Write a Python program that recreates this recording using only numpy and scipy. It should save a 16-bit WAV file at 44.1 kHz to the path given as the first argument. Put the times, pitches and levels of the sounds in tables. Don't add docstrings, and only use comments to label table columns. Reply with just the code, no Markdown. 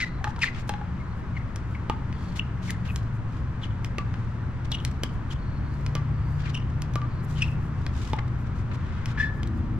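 import sys
import numpy as np
from scipy import signal
from scipy.fft import rfft, irfft, next_fast_len
from scipy.io import wavfile
from scipy.ndimage import map_coordinates

SR = 44100
rng = np.random.default_rng(int(sys.argv[2]) if len(sys.argv) > 2 else 0)


def pcm_store(signal):
    levels = np.round(np.clip(np.atleast_2d(signal), -1, 1) * 32767)
    wavfile.write(sys.argv[1], SR, levels.astype(np.int16).T)


N = 431722

# t/s, rumble level/dB, tyre hiss level/dB
TRAFFIC_LEVELS = [(0.0, -30, -49.5), (0.24, -32.5, -48), (3.02, -31, -47.5), (3.21, -31.5, -49),
                  (3.63, -30.5, -48), (9.16, -29.5, -47.5), (9.79, -29, -49)]
# f/Hz, level/dB
RUMBLE_SPECTRUM = [(15, -9), (30, -12), (50, -4), (65, -1), (85, -0.5), (120, -3), (160, -10), (220, -12),
                   (300, -19), (450, -29.5), (800, -38), (2000, -91.5)]
TYRE_SPECTRUM = [(150, -17), (400, -1.5), (700, -3), (1000, 2.5), (1300, 0.5), (1800, -4), (2500, -11.5),
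                 (3500, -19), (4500, -23.5), (7000, -29.5), (9500, -39), (12500, -47.5), (16000, -63)]
# t/s, f/Hz, level/dB
FIRING_A = [(0, 125.8, -36), (1.2, 129.3, -40.5), (2.5, 134.9, -37), (3.8, 128.5, -36), (5.2, 134.9, -37),
            (6.3, 146.2, -30.5), (7.1, 150.1, -34), (7.6, 151.3, -33), (8.3, 153.3, -48),
            (9.79, 138.3, -32.5)]
FIRING_B = [(0, 112.7, -48.5), (2.4, 111.4, -38), (3.8, 111, -30), (4.8, 114.1, -41), (6.002, 114.9, -33.5),
            (7.2, 122.4, -31.5), (8.2, 121.6, -31), (8.999, 116.2, -33), (9.79, 113.6, -31.5)]
FIRING_C = [(0, 177.1, -56.5), (0.999, 179.2, -37), (1.6, 173.9, -48.5), (2.7, 178.4, -34.5),
            (3.4, 175.8, -47), (3.9, 175.2, -39), (4.6, 170.8, -48.5), (9.79, 172.4, -68)]
# t/s, level/dB
VEHICLE_SWELL = [(0, -74), (8.6, -55), (9.2, -52.5), (9.5, -34.5), (9.79, -34.5)]
# f/Hz, level/dB
VEHICLE_TONES = [(194, -7.5), (222, -2.5), (248, -5), (280, -20.5), (307, -10), (334, -11.5)]
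# t/s, length/s, start f/Hz, end f/Hz, level/dB
BIRD_TRILLS = [(0.019, 0.21, 4100, 4120, -63), (1.002, 0.16, 4100, 4330, -68),
               (2.09, 0.33, 4560, 4260, -62.5), (2.113, 0.26, 3440, 3270, -63),
               (5.329, 0.52, 4330, 4360, -64), (6.05, 0.57, 4470, 4670, -68.5),
               (7.078, 0.17, 4500, 4240, -64)]
# f/Hz, level/dB
TAIL_SPECTRUM = [(150, -14.5), (500, -10.5), (900, 8), (2000, 4.5), (4000, 2), (8000, -2.5), (14000, -22)]
# delay/s, level/dB, top f/Hz
FENCE_ECHOES = [(.031, -38.5, 5970), (.0615, -36, 4930), (.142, -25.5, 1200), (.2, -24, 1510)]
# f/Hz, level/dB
GRIT_SPECTRUM = [(500, -27), (1500, 1), (3000, 5.5), (5000, 1.5), (7000, 0.5), (9000, -10.5), (12500, -16),
                 (14000, -33), (16000, -40)]
# middle t/s, length/s,
# level/dB, tilt/(dB per octave)
SOLE_SCUFFS = [(0.298, 0.04, -51, -2), (0.472, 0.035, -46, -15), (0.573, .11, -46, -7),
               (0.567, 0.099, -59, -11), (0.605, 0.048, -50.5, -1.5), (0.683, 0.022, -53, 4),
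               (1.185, .1, -71, 8), (2.262, 0.26, -56, -1.5), (2.376, 0.06, -43, -1.5),
               (2.672, 0.12, -45, -1.5), (2.866, 0.052, -44, -7), (2.928, 0.17, -63, 16),
               (3.359, 0.19, -58, -3.5), (3.643, 0.064, -45, -8), (3.86, 0.051, -57, 2),
               (4.204, 0.39, -62.5, -3), (4.653, 0.016, -44.5, -2), (5.322, 0.046, -42.5, -4.5),
               (5.816, 0.32, -65, 3), (6.407, 0.054, -46.5, -6), (6.465, 0.078, -40.5, -10),
               (6.502, 0.031, -45.5, -5), (7.243, .037, -60, 15), (7.321, 0.11, -53, 3),
               (7.398, 0.1, -45.5, -4.5), (7.485, 0.18, -63, 7), (7.826, 0.22, -60.5, -2),
               (8.037, 0.26, -47, -1.5), (8.19, 0.013, -30, -13.5), (8.47, 0.021, -55, -4),
               (8.585, 0.087, -56, -1.5), (8.72, 0.02, -38.5, -14), (8.746, 0.038, -47.5, -3.5),
               (8.948, .45, -53, -8), (9.104, .06, -45, -5), (9.214, 0.11, -48, -5.5)]
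# t/s, level/dB, hardness/Hz
SMALL_TICKS = [(.276, -32, 4000), (0.362, -24.5, 2190), (.391, -30.5, 4000), (3.03, -45, 6000),
               (4.7169, -20, 5250), (4.7995, -41.5, 4550), (4.8775, -43, 4990), (4.913, -38.5, 6900),
               (5.095, -49, 6000), (5.739, -43, 5000), (6.543, -37.5, 6470), (6.7, -40.5, 4460),
               (6.937, -35.5, 6000), (8.164, -41.5, 6000), (8.279, -43.5, 6000), (9.4724, -35.5, 6480)]
# t/s, length/s, centre f/Hz, level/dB
TREAD_RASPS = [(0.42, 0.021, 2380, -35), (0.446, 0.035, 2400, -36), (0.51, 0.11, 2170, -55),
               (4.718, 0.045, 3300, -49), (4.74, 0.048, 5650, -71), (6.488, .02, 3900, -50),
               (7.415, 0.068, 2740, -49), (8.72, 0.66, 1460, -52), (9.17, 0.09, 1920, -40.5),
               (9.184, 0.13, 3600, -59), (9.177, .06, 5300, -56)]
# t/s, length/s, f/Hz, level/dB, roughness (0-1), share of pitch lost,
# overtones/dB, chatter/dB, echo delay/s, echo/dB (the last three levels relative to the squeak)
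SOLE_SQUEAKS = [(0.003, 0.014, 2160, -31, 0.9, 0.14, -6, -2, 0.034, -11),
                (0.017, 0.032, 2000, -27, 0.23, 0.1, -17.5, -5.5, 0.041, -18),
                (0.415, 0.018, 2623, -26, 0.55, 0.045, -15, -26, 0.045, -14),
                (0.429, 0.018, 1946, -19.5, 0.62, 0.23, -17, -16, .028, -28),
                (0.471, 0.023, 2040, -31.5, 0.4, 0.24, -21, -5, 0.049, -21),
                (0.997, 0.03, 2150, -50, 0.05, 0.041, -26, -18, 0.034, -20),
                (1.364, .017, 2070, -37, 0.36, 0.15, -24, -13, 0.041, -15),
                (1.747, 0.015, 2220, -40, 0.44, 0.18, -29, -25, .04, -18),
                (2.3942, 0.0041, 2805, -20, 0, -0.029, -30, -22, .012, -28),
                (2.692, .016, 1890, -35, 0.35, 0.31, -26, -9, 0.047, -12),
                (2.897, 0.015, 2550, -39, 0.37, 0.15, -29, -5, .04, -26),
                (3.63, 0.019, 3130, -37.5, 0.55, 0.13, -27, -16, 0.072, -18),
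                (4.717, 0.014, 3290, -30, 0.5, 0.31, -26, -45, 0.066, -15),
                (4.742, 0.012, 2854, -29.5, 0.5, 0.053, -21, -11, 0.024, -15),
                (4.751, 0.0075, 2920, -38.5, 0.5, 0.093, -20, -18, .048, -4),
                (5.307, 0.012, 3090, -41, 0.34, 0.063, -21, -21, 0.048, -14),
                (6.467, 0.011, 2240, -43, 0.6, 0.19, -22, -6, 0.029, -20),
                (6.543, 0.013, 2780, -32, 0.42, 0.09, -13.5, -27, .05, -18),
                (6.556, 0.013, 2980, -39.5, 0.4, 0.01, -26, -22, .06, -12),
                (6.568, 0.013, 2830, -36, .2, 0.12, -20, -25, .013, -11),
                (7.353, 0.053, 3020, -47.5, 0.67, .12, -21, -22, .059, -20),
                (7.418, 0.015, 2664, -22, 0.18, 0.21, -18.5, -23, 0.059, -20.5),
                (7.428, .022, 2625, -38.5, 0.08, -0.085, -17, -3, 0.081, -14),
                (9.195, 0.023, 1734, -22, 0.03, 0.0097, -21, -10, 0.056, -8.5),
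                (9.224, 0.028, 1762, -26.5, 0, 0.0023, -28, -13, 0.043, -13.5)]
# f/Hz, level/dB, t60/s
SHELL_TONES = [(1544, -11, 0.012), (1800, -1, 0.0045), (2560, -13.5, 0.013), (3040, -6.5, 0.0095),
               (4520, -6, 0.0053), (5190, 3, 0.0021), (7400, -10, 0.002), (8500, -6.5, 0.0018),
               (12300, 2.5, 0.00092)]
# multiple of its pitch, level/dB, t60/s
FACE_TONES = [(1.447, 1, 0.034), (1.93, -17, 0.022), (2.25, -5.5, 0.019)]
# f/Hz, level/dB, t60/s
RECOIL_TONES = [(316, 3.5, 0.0072), (512, -5, 0.011)]
# t/s, f/Hz, face level/dB, crack level/dB, pan/dB
DULL_POPS = [(0.210, 780, -31, -57, -2), (0.270, 850, -18, -48, -2), (0.382, 930, -29, -62, 10),
             (8.186, 1110, -33, -23, 8)]
# t/s, level/dB, hardness/Hz, pan/dB
BALL_BOUNCES = [(1.5602, -26.5, 7800, 1), (2.127, -24, 2500, -.5), (2.7059, -20, 11700, 2),
                (2.96, -19.5, 6960, -1.5), (3.846, -17.5, 4200, -2), (4.1408, -19.5, 1800, 1),
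                (4.8499, -17.5, 8060, 1), (5.8636, -19, 4000, -2.5), (6.8202, -24, 8500, -0.5),
                (7.865, -18.5, 3800, -1.5), (9.0581, -21, 5970, 0), (9.432, -21.5, 4030, 1)]
# t/s, recoil level/dB, face f/Hz, face level/dB, face t60/s, face overtones/dB,
# crack level/dB, hardness/Hz, shell f/Hz, shell level/dB, echo delay/s, echo level/dB,
# ball's stay on the face/s, end fence echo level/dB, pan/dB
PADDLE_STROKES = [(0.2430, -53.5, 844, -26.5, 0.1, 0, -17, 3900, 1740, -14.5, 0.034, -11.5, 0.0027, -25, -1),
                  (0.6931, -20.5, 825, -24.5, 0.089, -17.5, -17.5, 7100, 1698, -22, 0.045, -5, .0016, -8, 0.5),
                  (1.8979, -14, 860, -17, 0.044, -6, -20, 4450, 2890, -19, 0.039, -31.5, 0.0006, -28.5, -2.5),
                  (3.9837, -20, 1157, -27.5, 0.12, -22, -18, 3750, 2620, -19.5, 0.021, -28, 0.00061, -26, -2),
                  (5.0348, -18.5, 1150, -37, 0.13, 6.5, -17.5, 9300, 3130, -18, 0.057, -20, 0.00055, -23.5, 0),
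                  (5.9525, -20, 1160, -32.5, 0.11, -1.5, -19, 5520, 3297, -36, 0.015, -7, 0.00054, -22, -3.5),
                  (6.956, -19, 1176, -21.5, 0.053, -18.5, -20, 5360, 3960, -34, 0.0606, -5, 0.0013, -20.5, -0.5),
                  (8.133, -16.5, 860, -20, 0.069, -13, -19.5, 3220, 3612, -27, 0.044, -15, 0.00062, -24, -1)]
# f/Hz, phase/rad
LEFT_MIC_PHASE = [(30, -0.7), (250, 0.36), (600, -0.2), (1200, -0.3), (3000, -1.1), (6000, -1.7),
                  (12000, -3)]
# f/Hz, level/dB
RIGHT_MIC_SPECTRUM = [(30, -1), (300, -2.5), (600, -3), (1200, -1.3), (2500, -3.5), (4500, -1.5),
                      (7000, -0.5), (10000, 3), (13000, 6.5)]

SOLE_LOW_CUT = 0.67


def from_db(db):
    return 10 ** (np.asarray(db) / 20)


def fade(t, t60, db=0):
    return from_db(db - 60 * t / t60)


def rms_one(x):
    return x / np.sqrt(np.mean(x ** 2) + 1e-20)


def in_time(rows):
    times, *columns = np.transpose(rows)
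    return [np.interp(np.arange(N) / SR, times, column) for column in columns]


def add(track, s, sound):
    i = max(round(s * SR), 0)
    track[:, i:i + sound.shape[-1]] += sound[..., :N - i]


def panned(x, pan_db):
    return x * from_db(pan_db / 2 * np.array([[1], [-1]]))


def over_frequency(points, size):
    hz, values = np.transpose(points)
    return np.interp(np.log(np.fft.rfftfreq(size, 1 / SR) + 1), np.log(hz), values)


def coloured(x, spectrum):
    size = next_fast_len(x.shape[-1] + 512)
    gain = from_db(over_frequency(spectrum, size))
    return irfft(rfft(x, size) * gain, size)[..., :x.shape[-1]]


def soften(x, hz):
    return signal.sosfilt(signal.butter(2, min(hz, SR / 2 - 2000), fs=SR, output="sos"), x)


def thin(x, hz):
    return signal.sosfilt(signal.butter(2, hz, "high", fs=SR, output="sos"), x)


def drift(rate, size):
    knots = rng.standard_normal(4096)
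    return map_coordinates(knots, [np.arange(size) * rate / SR], order=3, mode="wrap")


def slow_drift(rate, step=100):
    coarse = drift(rate * step, N // step + 2)
    return np.interp(np.arange(N) / step, np.arange(len(coarse)), coarse)


def white_noise(size, likeness):
    mid, side = rng.standard_normal((2, size))
    return rms_one(np.sqrt(1 + likeness) * mid + np.sqrt(1 - likeness) * np.array([side, -side]))


def steady_noise(spectrum, likeness):
    return rms_one(coloured(white_noise(N, likeness), spectrum))


def ring(hz, t60):
    t = np.arange(SR // 8) / SR
    return np.sin(2 * np.pi * hz * t) * fade(t, t60)


def engine_tone(hz, db, wander_hz=1.466, waver_db=2.3):
    phase = 2 * np.pi * np.cumsum(hz + wander_hz * slow_drift(rate=7)) / SR
    return from_db(db) * rms_one(np.sin(phase) * from_db(waver_db * slow_drift(rate=6)))


def traffic(rumble_trim_db=1.33, tyre_trim_db=3.5, engine_trim_db=-1):
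    rumble_db, tyre_db = in_time(TRAFFIC_LEVELS)
    rumble = from_db(rumble_db + rumble_trim_db) * steady_noise(RUMBLE_SPECTRUM, likeness=0.99)
    tyres = from_db(tyre_db + tyre_trim_db) * steady_noise(TYRE_SPECTRUM, likeness=0.54)
    engines = sum(engine_tone(*in_time(rows)) for rows in (FIRING_A, FIRING_B, FIRING_C))
    swell = from_db(in_time(VEHICLE_SWELL)[0])
    vehicle = swell * sum(engine_tone(hz, db) for hz, db in VEHICLE_TONES)
    return rumble + tyres + from_db(engine_trim_db) * (engines + vehicle)


def birds(flutter_db=3, smear=0.048):
    out = np.zeros((2, N))
    for s, length, start_hz, end_hz, db in BIRD_TRILLS:
        n = int(length * SR)
        hz = np.linspace(start_hz, end_hz, n) * (1 + smear * drift(600, n))
        trill = np.sin(2 * np.pi * np.cumsum(hz) / SR) * from_db(flutter_db * drift(72.5, n))
        add(out, s, from_db(db) * rms_one(trill) * signal.windows.tukey(n, 0.5))
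    return out


def court_echoes(x, near_db=-17, tail_db=-16, lumps_db=3):
    t = np.arange(SR) / SR
    lumps = from_db(lumps_db * drift(72.3, SR))
    noise = rms_one(coloured(rng.standard_normal((2, SR)), TAIL_SPECTRUM))
    tail = rms_one(noise * lumps * fade(t, t60=0.29))
    near = rms_one(rng.standard_normal((2, SR)) * fade(t, t60=0.11))
    response = (from_db(tail_db) * tail + from_db(near_db) * soften(near, hz=6000)) / np.sqrt(SR)
    for delay, db, top_hz in FENCE_ECHOES:
        click = signal.unit_impulse(SR, int(delay * SR)) + 1e-18
        response += from_db(db) * soften(click, top_hz)
    return signal.fftconvolve(x, response, axes=1)[:, :N]


def fence_echo(x, top_hz, scatter_db=-8, linger_db=-5):
    t = np.arange(SR // 2) / SR
    scatter = rms_one(white_noise(len(t), likeness=0.7) * fade(t, t60=0.37))
    linger = soften(rms_one(white_noise(len(t), likeness=0.7) * fade(t, t60=0.71)), hz=2000)
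    response = (from_db(scatter_db) * scatter + from_db(linger_db) * linger) / np.sqrt(len(t))
    response[:, 0] += 1
    return soften(signal.fftconvolve(np.atleast_2d(x), response, axes=1), top_hz)


def slide(length, tilt_db, grain_db=3, catch_db=2.5):
    n = int(length * SR)
    grains = white_noise(n, likeness=0.2) * from_db(grain_db * rng.standard_normal(n))
    hiss = coloured(grains, [(hz, db + tilt_db * np.log2(hz)) for hz, db in GRIT_SPECTRUM])
    catching = from_db(catch_db * drift(200, n))
    return rms_one(hiss / np.std(hiss) * catching) * np.sin(np.linspace(0, np.pi, n))


def scuffs_and_ticks(shuffles_per_s=1.2, shuffle_s=0.11, shuffle_db=-68):
    out = np.zeros((2, N))
    for middle_s, length, db, tilt_db in SOLE_SCUFFS:
        add(out, middle_s - length / 2, from_db(db) * slide(length, tilt_db))
    t = np.arange(SR // 20) / SR
    for s, db, hardness_hz in SMALL_TICKS:
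        tick = white_noise(len(t), likeness=1) * fade(t, t60=0.026, db=db)
        add(out, s, soften(tick, hardness_hz))
    for when, size in rng.random((int(shuffles_per_s * N / SR), 2)):
        add(out, when * N / SR, from_db(shuffle_db) * slide(shuffle_s * (0.5 + size), tilt_db=9))
    return out


def tread_rasp(length, hz):
    n = int(length * SR)
    band = signal.lfilter(*signal.iirpeak(hz, Q=5, fs=SR), white_noise(n, likeness=0.8))
    return rms_one(thin(soften(band, 2 * hz), hz) * np.sin(np.linspace(0, np.pi, n)))


def stick_slip(length, pitch_hz, rough, sag, overtones_db, jitter=0.09, judder_db=5, flutter_db=3):
    n = int(length * SR)
    glide_hz = pitch_hz * (1 + sag * np.linspace(0.5, -0.5, n))
    hz = glide_hz * (1 + jitter * rough * drift(1100, n))
    rasp_radians, rasp_per_s = 0.5 * np.sqrt(rough), 1800
    phase = 2 * np.pi * np.cumsum(hz) / SR + rasp_radians * drift(rasp_per_s, n)
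    overtones = np.sin(2 * phase) + from_db(-9) * np.sin(3 * phase)
    overtones *= from_db(overtones_db + flutter_db * drift(700, n))
    grip = from_db(judder_db * rough * drift(595, n))
    grip *= 1 + rasp_radians / 2 * drift(rasp_per_s, n)
    squeal = (np.sin(phase) + overtones) * grip * signal.windows.tukey(n, 0.5)
    return rms_one(thin(squeal, SOLE_LOW_CUT * pitch_hz))


def skids(chatter_rough=0.32, rub_db=-30.5, rough_rub_db=22.5):
    out = np.zeros((2, N))
    for s, length, hz, db, rough, sag, overtones_db, chatter_db, echo_s, echo_db in SOLE_SQUEAKS:
        squeal = from_db(db) * stick_slip(length, hz, rough, sag, overtones_db)
        chatter = stick_slip(length, hz * (1 + sag / 2), rough + chatter_rough, 0, overtones_db)
        rub_s = 3.2 * length
        rub = thin(slide(rub_s, tilt_db=-3), SOLE_LOW_CUT * hz)
        add(out, s - length, from_db(db + chatter_db) * chatter)
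        add(out, s, squeal)
        add(out, s + (length - rub_s) / 2, from_db(db + rub_db + rough_rub_db * rough) * rub)
        add(out, s + echo_s, from_db(echo_db) * fence_echo(squeal, top_hz=6000))
    for s, length, hz, db in TREAD_RASPS:
        add(out, s, from_db(db) * tread_rasp(length, hz))
    return out


def ball_crack(hardness_hz):
    extra_db, detune = rng.normal(0, [1.5, 0.04], (len(SHELL_TONES), 2)).T
    shell = sum((-1) ** k * from_db(db + extra_db[k]) * ring(hz * (1 + detune[k]), t60)
                for k, (hz, db, t60) in enumerate(SHELL_TONES))
    t = np.arange(len(shell)) / SR
    snap = white_noise(len(t), likeness=0.86) * fade(t, t60=0.029, db=-11)
    tick = fade(t, t60=0.00057, db=7)
    return thin(soften(shell + snap + tick, hardness_hz), hz=600)


def paddle_face(hz, t60, overtones_db):
    overtones = sum((-1) ** k * from_db(db) * ring(hz * multiple, overtone_t60)
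                    for k, (multiple, db, overtone_t60) in enumerate(FACE_TONES))
    return ring(hz, t60) - from_db(overtones_db) * overtones


def paddle_core(top_hz=1270):
    t = np.arange(SR // 8) / SR
    cells = thin(soften(white_noise(len(t), likeness=0.9), top_hz), top_hz / 2)
    return rms_one(cells) * fade(t, t60=0.043, db=-13)


def dull_pops(rise_s=0.0019):
    out = np.zeros((2, N))
    for s, hz, face_db, crack_db, pan_db in DULL_POPS:
        face = from_db(face_db) * paddle_face(hz, t60=0.055, overtones_db=-6)
        rise = 1 - np.exp(-np.arange(len(face)) / SR / rise_s)
        pop = rise * face + from_db(crack_db) * ball_crack(hardness_hz=2820)
        add(out, s, panned(soften(pop, hz=2500), pan_db))
    return out


def bounces():
    out = np.zeros((2, N))
    for s, db, hardness_hz, pan_db in BALL_BOUNCES:
        add(out, s, from_db(db) * panned(ball_crack(hardness_hz), pan_db))
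    return out


def strokes(ground_echo_s=0.0065, ground_echo_db=-17, end_fence_s=0.12):
    out = np.zeros((2, N))
    recoil = sum(from_db(db) * ring(hz, t60) for hz, db, t60 in RECOIL_TONES)
    for (s, recoil_db, face_hz, face_db, t60, overtones_db, crack_db, hardness_hz, shell_hz, shell_db,
         echo_s, echo_db, stay_s, end_fence_db, pan_db) in PADDLE_STROKES:
        paddle = from_db(face_db) * paddle_face(face_hz, t60, overtones_db)
        paddle = paddle + from_db(crack_db) * paddle_core()
        ball = from_db(crack_db) * ball_crack(hardness_hz)
        ball += from_db(shell_db) * ring(shell_hz, t60=0.011)
        for start, part in ((s, -ball), (s + stay_s, from_db(recoil_db) * recoil + paddle)):
            direct = panned(part, pan_db)
            add(out, start, direct)
            add(out, start + ground_echo_s, from_db(ground_echo_db) * soften(direct, hz=3000))
        add(out, s + echo_s, from_db(echo_db) * fence_echo(ball + from_db(-3) * paddle, top_hz=3000))
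        add(out, s + end_fence_s, from_db(end_fence_db) * soften(ball + paddle, hz=1400))
    return out


def scene(shoe_echo_db=-3, ball_echo_db=1):
    rally = strokes() + bounces() + dull_pops()
    shoes_and_ticks = skids() + scuffs_and_ticks()
    echoes = court_echoes(from_db(ball_echo_db) * rally + from_db(shoe_echo_db) * shoes_and_ticks)
    return rally + shoes_and_ticks + echoes + traffic() + birds()


def record(dry, breeze_db=-42, top_hz=15000):
    size = next_fast_len(N + 512)
    phase_shift = np.exp(1j * over_frequency(LEFT_MIC_PHASE, size))
    left = irfft(rfft(dry[0], size) * phase_shift, size)[:N]
    right = coloured(dry[1], RIGHT_MIC_SPECTRUM)
    breeze = steady_noise([(12, 4.5), (28, -1.5), (60, -18.5), (150, -30.5), (1000, -83)], likeness=0)
    mics = np.array([left, right]) + from_db(breeze_db) * breeze
    treble_cut = signal.cheby1(10, 0.5, top_hz, fs=SR, output="sos")
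    return signal.sosfilt(treble_cut, mics)


dry = scene()
out = record(dry)
pcm_store(out)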